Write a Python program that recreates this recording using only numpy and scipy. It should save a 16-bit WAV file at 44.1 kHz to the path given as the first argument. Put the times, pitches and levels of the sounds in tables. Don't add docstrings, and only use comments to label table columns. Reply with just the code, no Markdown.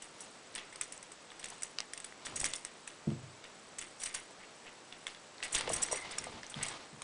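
import sys
import numpy as np
from scipy import signal
from scipy.fft import rfft, irfft
from scipy.io import wavfile

SR = 44100
rng = np.random.default_rng(int(sys.argv[2]) if len(sys.argv) > 2 else 0)


def wav_out(sig):
    wavfile.write(sys.argv[1], SR, np.round(np.clip(np.atleast_2d(sig).T, -1, 1) * 32767).astype(np.int16))


def level_to_linear(level):
    exponent = np.asarray(level, float) / 20
    return 10 ** exponent


N = 310023

# time in seconds, peak of the dull clack in dB and of the bright ring in dB
# (both before their high-pass), chatter scale in ms.
CLINKS = [(0.0199, -39, -30, 6.1), (0.204, -50, -33.5, 7.5), (0.5515, -32.5, -29, 1.85),
          (0.5582, -30, -32, 3.2), (0.5793, -28.5, -37, 2.3), (0.7255, -37.5, -41, 4.7),
          (0.7588, -33, -34.5, 0.69), (0.8115, -26.5, -17.5, 1.63), (0.819, -33, -36, 3.3),
          (0.9221, -38, -26, 4.4), (1.027, -39, -36, 2.7), (1.118, -42.5, -37.5, 2.6),
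          (1.3185, -33.5, -59, 0.66), (1.394, -40, -36.5, 6), (1.429, -33.5, -48, 2.5),
          (1.4423, -30.5, -29, 1.62), (1.457, -32, -34, 1.96), (1.484, -40, -36, 3.2),
          (1.501, -38, -33, 1.85), (1.6217, -34, -28, 1.6), (1.6324, -31, -21.5, 2.24),
          (1.786, -21, -42, 0.46), (1.8037, -28, -31.5, 0.43), (1.935, -32.5, -26.5, 1.33),
          (1.976, -33.5, -29.5, 2.3), (2.0013, -38, -30.5, 1.84), (2.0442, -35.5, -28.5, 3.65),
          (2.251, -32, -30, 11), (2.2677, -26.5, -37, 0.85), (2.357, -35, -23.5, 8),
          (2.372, -38, -31.5, 2.7), (2.397, -35.5, -20.5, 6), (2.4125, -28.5, -24, 2.6),
          (2.42, -50, -34, 4.3), (2.443, -19.5, -18.5, 0.78), (2.4488, -27.5, -22.5, 8.8),
          (2.459, -29, -24, 4.6), (2.536, -22.5, -24, 0.98), (2.554, -38, -33, 1.3), (2.559, -40, -27, 4),
          (2.6496, -29, -23.5, 1.14), (2.875, -34, -32, 3.5), (3.1038, -34, -55, 0.4),
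          (3.4402, -34.5, -47, 4.1), (3.784, -34.5, -27.5, 6.1), (3.8128, -34, -30, 10),
          (3.999, -37.5, -32, 17), (4.0346, -32, -23.5, 4.5), (4.058, -30, -28, 4.9),
          (4.064, -31.5, -33, 4.1), (4.141, -28.5, -23.5, 10), (4.924, -32.5, -52, 2.6),
          (5.068, -26, -31, 2.26), (5.0787, -32, -37, 2.1), (5.148, -36.5, -57, 1.6),
          (5.4275, -25, -42, 1.7), (5.434, -27, -29.5, 1.8), (5.4381, -30, -29, 10.4),
          (5.522, -40, -23.5, 11.3), (5.539, -29, -29, 6.3), (5.548, -18, -17.5, 7.3),
          (5.579, -24.5, -25, 6), (5.6094, -19.5, -27, 1.53), (5.6744, -25, -50, 3.7),
          (5.692, -39, -24, 3.8), (5.715, -35, -29, 6.6), (5.732, -35, -18, 3.7), (5.737, -36, -22, 4.6),
          (5.761, -32, -24.5, 5.6), (5.818, -43, -23, 8.2), (5.826, -29.5, -16.5, 8),
          (5.913, -39, -29, 3.1), (5.9201, -32, -21.5, 8.2), (5.957, -33, -27, 6.2),
          (6.109, -31.5, -34.5, 11), (6.183, -28.5, -20.5, 2.5), (6.24, -33, -29.5, 3),
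          (6.431, -30.5, -56, 2.5), (6.498, -46, -34, 9.3), (6.61, -31.5, -60, 10),
          (6.6272, -26, -19.5, 5.5), (6.683, -33.5, -29, 4.3), (7.019, -31, -32, 1.9)]
# nominal pitch in Hz, relative level in dB, time to fall 60 dB in seconds.
CLACK_MODES = [(1140, -16.5, 0.017), (1884, -13, 0.02), (2095, 1, 0.0061), (2850, 0, 0.0046),
               (3425, -11, 0.014), (3670, 0, 0.0026), (4820, -1, 0.0026)]
# nominal pitch in Hz, relative level in dB, time to fall 60 dB in seconds.
TAG_MODES = [(5200, -8.5, .004), (5630, 1, 0.041), (5950, 5.5, 0.029), (6500, -4, 0.075),
             (6970, 6.5, 0.024), (7885, 15.5, 0.01), (8495, 15.5, 0.011), (8860, 7, 0.01),
             (9570, 11, 0.015)]
# time in seconds, strike level in dB, pitch in Hz.
KNOCKS = [(0.5426, -39, 4300), (.5875, -34, 3350), (.978, -31, 7700), (1.304, -38.5, 3500),
          (1.7866, -18.5, 4950), (1.8042, -18.5, 5340), (2.124, -38, 2000), (5.0679, -28, 3370),
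          (5.382, -37, 4500), (5.404, -37, 2000), (5.5533, -15, 6900), (5.886, -29.5, 2150),
          (5.958, -38, 3520), (6.466, -32.5, 6200), (6.5423, -28, 3300)]
KNOCK_CYCLES = 19.7
# time in seconds, peak in dB, pitch in Hz.
CHIMES = [(2.361, -43, 6600), (5.914, -38.5, 5730)]
CHIME_T60_S = 0.21
SETTLE_DB, SETTLE_T60_S = -24.5, 0.27
RING_SETTLE_DB = -6.5
# time in seconds, rms level in dB.
JERKS = [(.23, -54.5), (.84, -71), (1.535, -57), (1.655, -53.5), (2.49, -50), (5.88, -58.5), (6.665, -52),
         (4.04, -46), (5.96, -51)]
JERK_RISE_DB_PER_S, JERK_FALL_DB_PER_S = 252, 154
# start in seconds, rms level in dB.
SCUFFS = [(4.41, -54.5), (4.662, -52.5), (4.1, -57), (6.23, -59), (0.61, -56)]
SCUFF_HOLD_S, SCUFF_RISE_DB_PER_S, SCUFF_FALL_DB_PER_S = 0.029, 799, 301
# start of the hold in seconds, hold in seconds, rms level in dB.
DRAGS = [(5.95, 0.11, -51), (6.595, 0.07, -52.5)]
DRAG_RISE_DB_PER_S, DRAG_FALL_DB_PER_S = 275, 194
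SHIMMER_HZ, SHIMMER_T60_S, SHIMMER_LUMP_DB = 2060, 0.028, 1.5
# start of the hold in seconds, hold in seconds, rms level of the cloth rustle in dB.
TUGS = [(0.207, 0.051, -57.5), (0.57, 0.061, -60), (1.475, 0.078, -56.5), (2.284, 0.057, -51.5),
        (2.442, 0.026, -61), (5.442, 0.1, -53.5), (5.605, 0.16, -47), (5.796, 0.32, -48),
        (6.233, 0.15, -52.5), (6.586, 0.18, -48)]
CLOTH_RISE_DB_PER_S, CLOTH_FALL_DB_PER_S = 139, 120
# frequency in Hz, relative density in dB per Hz.
RUSTLE = [(120, -5), (300, -1.5), (900, 2.5), (1700, -3.5), (2070, -2.5), (2500, -4), (4200, -4.5),
          (9000, -19)]
RUSTLE_GRAIN_DB = 2.2
STIR_RUSTLE_DB, FLOOR_GRAIN_DB = -64.5, -67
# time in seconds, strike level in dB, main pitch in Hz.
FLAPS = [(1.521, -39, 900), (2.322, -37.5, 795), (2.431, -32.5, 793), (5.549, -37.5, 436),
         (5.676, -26, 516), (5.699, -24, 656), (5.91, -33, 606), (5.926, -23.5, 590), (5.949, -33.5, 543),
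         (6.267, -31, 700)]
# time in seconds, nominal level in dB, contact in ms.
THUDS = [(3.071, -28, 1.9), (3.22, -38, 8.1), (6.559, -38.5, 4.4), (6.925, -48, 4.5)]
BOUNCE_S, BOUNCE_LOSS_DB = 0.042, 6.5
# pitch in Hz, relative level in dB, time to fall 60 dB in seconds.
FLOOR_MODES = [(98.3, -14, 0.44), (126.6, -3.5, 0.56), (149, 6.5, 0.19), (222, 5, 0.17), (278, -7, 0.26),
               (339.2, -1.5, 0.2), (443, -4, 0.095), (557, -5, 0.06), (700, -2, 0.05)]
# start of the hold in seconds, hold in seconds, rms level in dB.
RUMBLES = [(2.306, 0.15, -55.5), (3.107, 0.045, -52.5), (5.692, 0.021, -45), (6.2, 0.17, -56.5),
           (6.59, 0.073, -66)]
RUMBLE_LOW_HZ, RUMBLE_HIGH_HZ = 60, 434
# time in seconds, peak before the band-pass in dB, decay constant in seconds.
PUFFS = [(2.417, -38.5, 0.023), (5.556, -37.5, 0.017), (5.762, -40, 0.007), (6.598, -44, .008),]
ROOM_T60_S, ROOM_DB = 0.079, -19
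WHINE_HZ, WHINE_DB = 7876, -78
# frequency in Hz, relative density in dB per Hz.
HISS = [(20, -37), (50, -9), (160, 5.5), (450, 9), (1300, 4.5), (3000, -1), (5600, -2.5), (7200, -5),
        (8000, -2), (8800, -22), (9900, -12)]
HISS_DB = -55.5
CUTOFF_HZ = 10170


def rms_one(x):
    return x / np.sqrt(np.mean(x ** 2) + 1e-20)


def filtered(x, hz, kind):
    return signal.sosfilt(signal.butter(2, hz, kind, fs=SR, output="sos"), x)


def clicks(times, sizes):
    out = np.zeros(N)
    at = np.clip((np.asarray(times) * SR).astype(int), 0, N - 1)
    np.add.at(out, at, sizes)
    return out


def ring(x, hz, t60):
    r, w = level_to_linear(-60 / (t60 * SR)), 2 * np.pi * hz / SR
    return signal.lfilter([0, np.sin(w)], [1, -2 * r * np.cos(w), r * r], x + 1e-18)


def coloured(spectrum):
    hz, db = np.transpose(spectrum)
    grid = np.linspace(1, SR / 2, N // 2 + 1)
    gain = level_to_linear(np.interp(np.log(grid), np.log(hz), db))
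    return rms_one(irfft(rfft(rng.standard_normal(N)) * gain, N))


def drift(rate):
    r = np.exp(-2 * np.pi * rate / SR)
    return rms_one(signal.lfilter([1], [1, -2 * r, r * r], rng.standard_normal(N + SR))[SR:])


def bouts(s, hold, peak_db, rise, fall):
    coarse = np.arange(N)[::64]
    late = coarse[:, None] / SR - s
    db = peak_db - rise * np.maximum(-late, 0) - fall * np.maximum(late - hold, 0)
    return np.interp(np.arange(N), coarse, (level_to_linear(db) ** 2).sum(axis=1))


def clinks():
    clack_db, ring_db = np.transpose(CLINKS)[1:3]
    clacks = jangle(clack_db, CLACK_MODES, spread_db=4.0, detune=0.037, skew=0.43)
    rings = jangle(ring_db, TAG_MODES, spread_db=1.0, detune=0.024, skew=0.67)
    return filtered(clacks, 1100, "high") + filtered(rings, 4500, "high")


def jangle(peak_db, modes, spread_db, detune, skew):
    s, chatter = np.transpose(CLINKS)[0], np.transpose(CLINKS)[3] / 1000
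    hz, mode_db, t60 = np.transpose(modes)[:, None, :, None]
    t = np.arange(1024) / SR
    chance = rng.standard_normal((len(s), len(modes), 2))
    decay = level_to_linear(mode_db + spread_db * chance[..., :1] - 60 * t / t60)
    rings = decay * np.sin(2 * np.pi * hz * (1 + detune * chance[..., 1:]) * t)

    phase = rng.random((len(s), 1, 40))
    at = np.clip(phase * 1.5 * chatter[:, None, None] * SR, 0, 1023).astype(int)
    swell = np.sin(np.pi * phase ** skew) ** 0.49
    own = rng.standard_normal((len(s), len(modes), 40))
    shared = 0.98 * rng.laplace(size=phase.shape)
    contacts = np.zeros((len(s), len(modes), 1024))
    touch, mode = np.arange(len(s))[:, None, None], np.arange(len(modes))[:, None]
    np.add.at(contacts, (touch, mode, at), swell * (own + shared))

    touches = signal.fftconvolve(contacts, rings, axes=2).sum(axis=1)
    touches *= (level_to_linear(peak_db) / np.abs(touches).max(axis=1))[:, None]
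    out = np.zeros(N + touches.shape[1])
    start = ((s - 0.0005) * SR).astype(int)
    np.add.at(out, start[:, None] + np.arange(touches.shape[1]), touches)
    return out[:N]


def knocks():
    out = np.zeros(N)
    for s, db, hz in KNOCKS:
        t60 = KNOCK_CYCLES / hz
        out += ring(clicks([s], level_to_linear(db)), hz, t60)
        out -= 0.37 * ring(clicks([s + 0.0004], level_to_linear(db)), hz, t60)
    return out


def chimes():
    return sum(ring(clicks([s], level_to_linear(db)), hz, CHIME_T60_S) for s, db, hz in CHIMES)


def rattle(power, modes, per_s, uneven_db):
    sizes = level_to_linear(uneven_db * np.minimum(rng.exponential(1, N), 3))
    ticks = sizes * (rng.random(N) < per_s / SR)
    dealt = rng.integers(0, len(modes), N)
    rings = sum(ring(ticks * (dealt == k) * level_to_linear(level), hz, t60)
                for k, (hz, level, t60) in enumerate(modes))
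    return np.sqrt(power) * rms_one(rings)


def settling(peak_db):
    s, chatter_ms = np.transpose(CLINKS)[[0, 3]]
    kicks = clicks(s + chatter_ms / 1000, level_to_linear(peak_db + SETTLE_DB) ** 2 * chatter_ms)
    return signal.lfilter([1], [1, -level_to_linear(-120 / (SETTLE_T60_S * SR))], kicks + 1e-18)


def tag_rattle():
    clack_db, ring_db = np.transpose(CLINKS)[1:3]
    jerk_s, jerk_db = np.transpose(JERKS)
    jerking = bouts(jerk_s, 0, jerk_db, JERK_RISE_DB_PER_S, JERK_FALL_DB_PER_S)
    bright_power = level_to_linear(FLOOR_GRAIN_DB) ** 2 + jerking + settling(ring_db + RING_SETTLE_DB)
    bright = rattle(bright_power, TAG_MODES, per_s=1500, uneven_db=5.5)
    dull = rattle(settling(clack_db), CLACK_MODES, per_s=3500, uneven_db=5.0)
    return bright + dull


def scuffs():
    s, db = np.transpose(SCUFFS)
    power = bouts(s, SCUFF_HOLD_S, db, SCUFF_RISE_DB_PER_S, SCUFF_FALL_DB_PER_S)
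    return rattle(power, CLACK_MODES[1:4], per_s=2500, uneven_db=7.0)


def shimmer():
    power = bouts(*np.transpose(DRAGS), DRAG_RISE_DB_PER_S, DRAG_FALL_DB_PER_S)
    friction = rng.standard_normal(N) * level_to_linear(SHIMMER_LUMP_DB * drift(30))
    return np.sqrt(power) * rms_one(ring(friction, SHIMMER_HZ, SHIMMER_T60_S))


def rustle():
    tugging = bouts(*np.transpose(TUGS), CLOTH_RISE_DB_PER_S, CLOTH_FALL_DB_PER_S)
    clumps = coloured(RUSTLE) * level_to_linear(RUSTLE_GRAIN_DB * drift(61))
    return np.sqrt(level_to_linear(STIR_RUSTLE_DB) ** 2 + tugging) * rms_one(clumps)


def flaps():
    out = np.zeros(N)
    for s, db, hz in FLAPS:
        hit = clicks([s + 0.0017], level_to_linear(db))
        t60 = 13.5 / hz
        out += ring(hit, hz, t60) - 0.54 * ring(hit, 1.715 * hz, t60)
        out -= level_to_linear(-17.5) * ring(hit, 0.696 * hz, 0.17)
    push = np.hanning(round(0.00063 * SR))
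    return np.convolve(out, push / push.sum())[:N]


def strike(s, db, modes):
    return sum((-1) ** (k + 1) * level_to_linear(mode_db) * ring(clicks(s, level_to_linear(db)), hz, t60)
               for k, (hz, mode_db, t60) in enumerate(modes))


def thuds():
    boards = np.zeros(N)
    for s, db, contact_ms in THUDS:
        push = np.hanning(round(contact_ms * SR / 1000))
        blow_db = np.array([db, db - BOUNCE_LOSS_DB]) - 4.0
        blows = strike([s, s + BOUNCE_S], blow_db, FLOOR_MODES)
        boards += signal.fftconvolve(blows, push / push.sum())[:N]
    return boards + level_to_linear(-18) * room(boards)


def rumble():
    noise = filtered(rng.standard_normal(N), [RUMBLE_LOW_HZ, RUMBLE_HIGH_HZ], "band")
    power = bouts(*np.transpose(RUMBLES), CLOTH_RISE_DB_PER_S, CLOTH_FALL_DB_PER_S)
    return np.sqrt(power) * rms_one(noise * level_to_linear(2.9 * drift(23)))


def puffs():
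    t = np.arange(N) / SR
    steps = sum(level_to_linear(db) * np.exp(-np.maximum(t - s, 0) / decay) * (t >= s) for s, db, decay in PUFFS)
    return filtered(steps, [12, 900], "band")


def room(x):
    t = np.arange(SR // 2) / SR
    tail = rng.standard_normal(len(t)) * (t > 0.004)
    low = signal.lfilter([0.35], [1, -0.65], tail)
    treble = (tail - low) * level_to_linear(-60 * t / (0.067 * ROOM_T60_S))
    echoes = low * level_to_linear(-60 * t / ROOM_T60_S) + treble
    return signal.fftconvolve(x, echoes / np.sqrt(np.sum(echoes ** 2)))[:N]


def whine():
    level = level_to_linear(WHINE_DB + 1.3 * drift(6.4))
    return level * np.sin(2 * np.pi * WHINE_HZ * np.arange(N) / SR)


def hiss():
    return level_to_linear(HISS_DB) * coloured(HISS)


def scene():
    tags = clinks() + knocks() + chimes() + tag_rattle() + scuffs() + shimmer()
    dog = tags + rustle() + flaps()
    floor = thuds() + rumble()
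    mix = dog + level_to_linear(ROOM_DB) * room(dog) + floor + puffs() + whine() + hiss()
    return mix[None]


def top_cut(x):
    return signal.sosfilt(signal.butter(12, 11320, fs=SR, output="sos"), x)


def record(dry):
    steep = signal.ellip(10, 0.5, 50, CUTOFF_HZ, fs=SR, output="sos")
    mix = signal.sosfilt(steep, dry)
    return top_cut(mix)


dry = scene()
out = record(dry)
wav_out(out)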